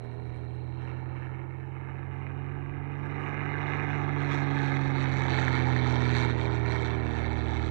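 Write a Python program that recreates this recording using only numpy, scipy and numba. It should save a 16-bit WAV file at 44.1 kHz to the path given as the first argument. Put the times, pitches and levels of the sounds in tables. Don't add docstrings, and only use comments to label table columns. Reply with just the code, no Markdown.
import sys
import numpy as np
from scipy import signal
from scipy.io import wavfile
from numba import njit

SR = 44100
rng = np.random.default_rng(int(sys.argv[2]) if len(sys.argv) > 2 else 0)


def dump(signal):
    limited = np.clip(np.atleast_2d(signal).T, -1, 1)
    pcm = np.round(limited * 32767).astype(np.int16)
    wavfile.write(sys.argv[1], SR, pcm)


def voltage_ratio(decibels):
    exponent = np.asarray(decibels, float) / 20
    return 10 ** exponent


N = 339570


def rms_one(x):
    return x / np.sqrt(np.mean(x ** 2) + 1e-20)


def in_time(rows):
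    s, *columns = np.transpose(rows)
    return [np.interp(np.arange(N) / SR, s, c) for c in columns]


def drift(rate_hz):
    r = np.exp(-80 * np.pi * rate_hz / SR)
    slow = signal.lfilter([1], [1, -2 * r, r * r], rng.standard_normal(N // 40 + 2002))
    slow = slow[2000:]
    return np.interp(np.arange(N) / 40, np.arange(len(slow)), rms_one(slow))


def band(x, low_hz, high_hz):
    return signal.sosfilt(signal.butter(3, [low_hz, high_hz], "band", fs=SR, output="sos"), x)


def delayed(x, ms):
    return np.interp(np.arange(N) - ms * SR / 1000, np.arange(N), x)


@njit
def dip(x, hz, width_hz, left, rate):
    out, r = x.copy(), np.exp(-np.pi * width_hz / rate)
    y1 = y2 = 0.
    for i in range(2, len(x)):
        y = (1 - r * r) / 2 * (x[i] - x[i - 2])
        y += (1 + r * r) * np.cos(2 * np.pi * hz[i] / rate) * y1 - r * r * y2
        out[i] = x[i] - (1 - left) * y
        y1, y2 = y, y1
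    return out


def wind():
    # (time [s], level [dB])
    gust_levels = [(0, -57), (1.5, -59), (4.5, -58), (5.9, -56), (6.3, -61.5), (7.7, -42)]
    level_db, = in_time(gust_levels)
    rumble = rms_one(band(rng.standard_normal(N), 20, 99))
    return voltage_ratio(level_db + 2.8 * drift(2.7)) * rumble


def lens_motor():
    start_db, slows_s, fade_db_per_s, stops_s = -73.5, 0.87, 23, 1.4
    squeaks_hz = 57.2
    t = np.arange(N) / SR
    level_db = start_db - fade_db_per_s * np.maximum(t - slows_s, 0)
    turn = (t + 0.0011 * drift(3)) * squeaks_hz / 2 % 1
    along = np.where(turn < .4, turn / .37, (turn - .4) / .53)
    along = np.clip(along, 0, 1)
    teeth = 1 - .5 * np.cos(10 * np.pi * turn)
    swell = np.sin(np.pi * along) ** .4 * teeth
    scrape_hz = 1500 * band(rng.standard_normal(N), 80, 300)
    hz = 3870 + 320 * along + 60 * np.cos(2 * np.pi * turn) + scrape_hz
    squeak = swell * voltage_ratio(1.3 * drift(60)) * np.sin(2 * np.pi * np.cumsum(hz) / SR)
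    return voltage_ratio(level_db) * rms_one(band(squeak, 3720, 4290)) * (t < stops_s)


def pockets():
    # (time [s], gain at 1 kHz [dB], half width [s])
    air_pockets = [(.36, 1, 0.063), (0.851, 1, 0.059), (1.2, 1.5, 0.067), (2.251, 2, 0.092),
                   (2.521, 1.5, 0.064), (3.201, 1.5, 0.24), (4.081, -2, 0.15), (4.339, 2, .05),
                   (4.45, -0.5, 0.045), (4.63, 1.5, 0.044), (4.922, -2, 0.062), (5.131, 0, 0.044),
                   (5.36, 1.5, 0.1), (5.57, 0.5, 0.053), (5.72, -1, 0.087), (5.9, 0.4, 0.077),
                   (3.65, 0.5, 0.12), (1.05, -1.5, 0.067), (6.182, 2, 0.049), (6.36, -1.5, 0.027),
                   (6.622, -2, 0.046), (6.838, 1.5, 0.17), (6.98, -1.5, 0.046), (7.18, 1.5, .05),
                   (7.33, -1, 0.11), (7.551, 0, 0.022)]
    t = np.arange(0, N, 64) / SR
    bumps_db = sum(db * np.exp(-((t - s) / half_s) ** 2) for s, db, half_s in air_pockets)
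    return np.interp(np.arange(N) / SR, t, bumps_db)


def exhaust_puffs(cycle):
    # (strength [dB], pipe delay [firings])
    cylinders = [(3.5, 0.039), (6.5, -0.045), (1.5, 0.092), (2.5, 0.081), (-11, -0.042), (7.5, 0.034)]
    firing = np.arange(1, int(6 * cycle[-1]))
    strength_db, late = np.array(cylinders)[firing % 6].T
    luck = rng.standard_normal((len(firing), 6))
    when = firing + late - .45 + .006 * luck[:, 0]
    at = np.interp(when, 6 * cycle, np.arange(N)).astype(int)
    clicks, opening, snaps = np.zeros((3, N))
    clicks[at] = voltage_ratio(strength_db + 1.2 * luck[:, 1])
    opening[at] = voltage_ratio(.2 * strength_db + 1.5 * luck[:, 2])
    snap_at = at + (45 + 18 * luck[:, 3]).astype(int)
    snaps[np.clip(snap_at, 0, N - 1)] = voltage_ratio(3.5 * luck[:, 4]) * np.sign(luck[:, 5])
    fade = np.exp(-1 / (0.001 * SR))
    bursts = signal.lfilter([1], [1, -2 * fade, fade ** 2], opening)
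    return rms_one(clicks), rms_one(snaps), rms_one(bursts)


def air_path(cycle, level_db, aside):
    # (frequency [Hz], level per Hz [dB])
    roar_colour = [(60, -12), (170, -5), (330, -3), (500, -10.5), (860, -3.5), (1260, -9.5), (1900, -7),
                   (2500, -16), (3100, -20), (3900, -19), (4700, -32), (5900, -28.5), (7600, -50),
                   (10000, -54.5)]
    # (frequency [Hz], loss per dB that distance takes off the level [dB])
    air_loss = [(150, -.4), (800, -0.02), (1900, 0.38), (2650, 0.24), (3450, 0.55), (5000, 0.6),
                (6500, 1.2), (8500, -0.5)]
    # (frequency [Hz], loss when the microphone looks fully past the plane [dB])
    aside_loss = [(450, 1), (850, 0), (1500, -2.5), (2650, 0), (3450, 14), (6500, 15)]
    close_db = -40
    colour_hz, colour_db = np.transpose(roar_colour)
    pocket_db = pockets()
    clicks, snaps, bursts = exhaust_puffs(cycle)
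    white, gust, out = rng.standard_normal((2, N)), drift(18), 0
    edges = 57 * 2 ** np.arange(0, 7.8, 1 / 3)
    for k, (low, high) in enumerate(zip(edges, edges[1:])):
        hz = np.sqrt(low * high)
        loss_db = np.interp(hz, *np.transpose(air_loss)) * (level_db - close_db)
        loss_db = loss_db - np.interp(hz, *np.transpose(aside_loss)) * aside
        flicker_db = min(hz / 5000, 1.3) * 1.3 * gust + (0.96 + hz / 7000) * drift(11.5)
        flicker_db += pocket_db * (min(hz, 6000) / 1000) ** 0.69
        gated = np.clip(0.35 + 0.13 * np.log2(hz / 900), 0, .95)
        source = white[k % 2] * (1 - gated + gated * bursts)
        source += 1.4 / (1 + (hz / 600) ** 2) * clicks
        source += .55 * min(hz / 1200, 1) * snaps
        tint_db = np.interp(np.log(hz), np.log(colour_hz), colour_db)
        out = out + voltage_ratio(tint_db + loss_db + flicker_db) * band(source, low, high)
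    return out


def ground_echo(x):
    # (time [s], delay [ms], share [0-1])
    ground = [(0, 2.15, .35), (1.5, 2.25, .4), (2.2, 2.43, .45), (4.7, 2.4, .4), (5.4, 2.25, .3),
              (6.5, 2.15, .35), (7.7, 2.3, .4)]
    late_ms, share = in_time(ground)
    return x + share * delayed(signal.lfilter([.55], [1, -.45], x), late_ms)


def microphone_body(x):
    # (time [s], first [Hz], second [Hz], third [Hz])
    shadows = [(0, 3600, 4650, 7470), (3, 3400, 4600, 7350), (4.2, 2950, 4720, 7200),
               (5.2, 2800, 5060, 6930), (7.7, 2844, 5020, 6800)]
    # (width [Hz], share left at the bottom [0-1])
    shadow_shape = [(420, .35), (1200, .1), (700, .4)]
    # (frequency [Hz], width [Hz], gain on top [ratio])
    cavity = [(2300, 450, 1.5), (3880, 400, 2.1), (5900, 650, 1.7), (7700, 800, 2.0)]
    for hz, (width_hz, left) in zip(in_time(shadows), shadow_shape):
        x = dip(x, hz, width_hz, left, SR)
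    for hz, width_hz, gain in cavity:
        x = dip(x, np.full(N, float(hz)), width_hz, gain, SR)
    return signal.sosfilt(signal.butter(4, 10100, fs=SR, output="sos"), x)


def roar(cycle):
    # (time [s], level [dB], how far the microphone looks past the plane [0-1])
    fly_past = [(0, -54.5, 0.1), (.72, -55.5, 0), (.84, -50, 0.4), (1.4, -51, 0.7), (1.58, -54.5, 0.5),
                (1.9, -50.5, .9), (2.6, -51, 0.9), (3.0, -48, 0.8), (3.45, -41.5, 1), (3.95, -39, 0.6),
                (4.3, -40, 0.4), (5.1, -39, 0.2), (5.5, -37.5, 0.2), (6.2, -39, -.1), (6.5, -40, 0.05),
                (7.0, -42, .1), (7.7, -42, -.1)]
    level_db, aside = in_time(fly_past)
    out = microphone_body(ground_echo(air_path(cycle, level_db, aside)))
    return voltage_ratio(level_db) * out / np.std(band(out, 430, 2200))


def cracks():
    # (time [s], peak level [dB], ring [Hz])
    late_burns = [
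        (3.263, -32.5, 2250),
        (4.1007, -37, 1200),
        (4.601, -33, 1790),
        (5.259, -35, 1900),
        (5.324, -40, 1500),
        (5.386, -22, 1820),
        (5.417, -28, 1500),
        (5.48, -21.5, 1780),
        (5.7625, -24, 1830),
        (6.3944, -39.5, 1940),
    ]
    out, t = np.zeros(N), np.arange(400) / SR
    swell = ((t / 0.00083) * np.exp(1 - t / 0.00086)) ** 2
    for s, peak_db, ring_hz in late_burns:
        at = round(s * SR)
        out[at:at + len(t)] += voltage_ratio(peak_db) * np.sin(2 * np.pi * ring_hz * t) * swell
    return out


def tone(cycle, order, level_db, shake_db, turn=0):
    wobble = .009 * order * drift(5)
    level = np.sqrt(2) * voltage_ratio(level_db + shake_db * drift(3.3))
    return level * np.cos(2 * np.pi * order * cycle + wobble + turn)


def exhaust_tones(cycle, cycle_hz):
    # (time [s], firing level [dB], sharpness as its overtone below that [dB])
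    exhaust_note = [(0, -42, -18), (.75, -39, -27), (1.2, -39, -29.5), (1.65, -43, -23),
                    (2.4, -40.5, -17.5), (2.75, -41.5, -13), (3.74, -39, -14.5), (4.18, -35, -11),
                    (4.55, -33.5, -7), (5.28, -31.5, -10.5), (6.1, -29.5, -10.5), (6.38, -33.5, -13),
                    (6.6, -32, -25), (7.04, -36.5, -8), (7.7, -37.5, -10.5)]
    firing_db, sharp_db = in_time(exhaust_note)
    second_db = firing_db + sharp_db
    bank_db = firing_db - 24.5 + 3 * (cycle_hz - 20)
    turn = np.pi * np.clip((cycle_hz - 21.2) / 1.3, 0, 1)
    out = tone(cycle, order=6, level_db=firing_db, shake_db=.5)
    out += tone(cycle, order=12, level_db=second_db, shake_db=0.03, turn=turn)
    out += tone(cycle, order=18, level_db=second_db - 19, shake_db=1.2)
    for order, rel_db in ((3, -16), (9, -3.5), (15, 1.5)):
        out += tone(cycle, order=order, level_db=bank_db + rel_db, shake_db=1.2)
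    return out


def propeller(cycle):
    # (time [s], blade pass level [dB], snap as its fifth overtone below that [dB])
    blades = [(0, -63, 6), (.22, -49.5, -10), (.7, -45.5, -16), (1.4, -48, -18.5), (1.8, -48, -30),
              (2.1, -44, -30.5), (2.75, -46, -23), (3.96, -42, -36), (4.84, -45, -11.5), (5.06, -40.5, -16),
              (5.4, -38.5, -10.5), (6.16, -38.5, -10.5), (6.82, -38.5, -9.5), (7.7, -34.5, -17)]
    upper_db = [3, -4, -12, -7, -5, -10.5]
    pass_db, snap_db = in_time(blades)
    cycle = cycle + .035 * drift(.4)
    out = tone(cycle, order=4, level_db=pass_db, shake_db=0.0)
    out += tone(cycle, order=8, level_db=pass_db + .9 * snap_db, shake_db=-0.5, turn=1)
    out += tone(cycle, order=16, level_db=pass_db + 1 + 0.7 * snap_db, shake_db=-0.5)
    for step, rel_db in enumerate(upper_db):
        level_db = pass_db + snap_db + rel_db
        out += tone(cycle, order=20 + 4 * step, level_db=level_db, shake_db=1.5, turn=(step + 1) / 2)
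    return out


def aircraft():
    # (time [s], speed [cycles/s])
    engine_speed = [(0, 20.06), (.66, 20.76), (1.1, 21.25), (2.64, 23.09), (3.08, 23.53), (3.4, 23.74),
                    (3.74, 23.86), (3.96, 23.81), (4.29, 23.58), (4.62, 23.15), (4.95, 22.6), (5.39, 21.62),
                    (5.72, 21.05), (6.38, 20.19), (6.71, 19.88), (7.15, 19.63), (7.48, 19.55), (7.7, 19.66)]
    cycle_hz, = in_time(engine_speed)
    cycle = np.cumsum(cycle_hz) / SR
    return roar(cycle) + cracks() + exhaust_tones(cycle, cycle_hz) + propeller(cycle)


def scene():
    live = 2 * (wind() + lens_motor() + aircraft())
    return np.array([0 * live, live])


def low_pass(x):
    return signal.sosfilt(signal.butter(12, 12000, fs=SR, output="sos"), x)


def record(dry):
    hiss_db = -86.5 + np.array([[0], [4]])
    hiss = voltage_ratio(hiss_db) * rng.standard_normal((2, N))
    return low_pass(dry + hiss + voltage_ratio(-85))


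dry = scene()
out = record(dry)
dump(out)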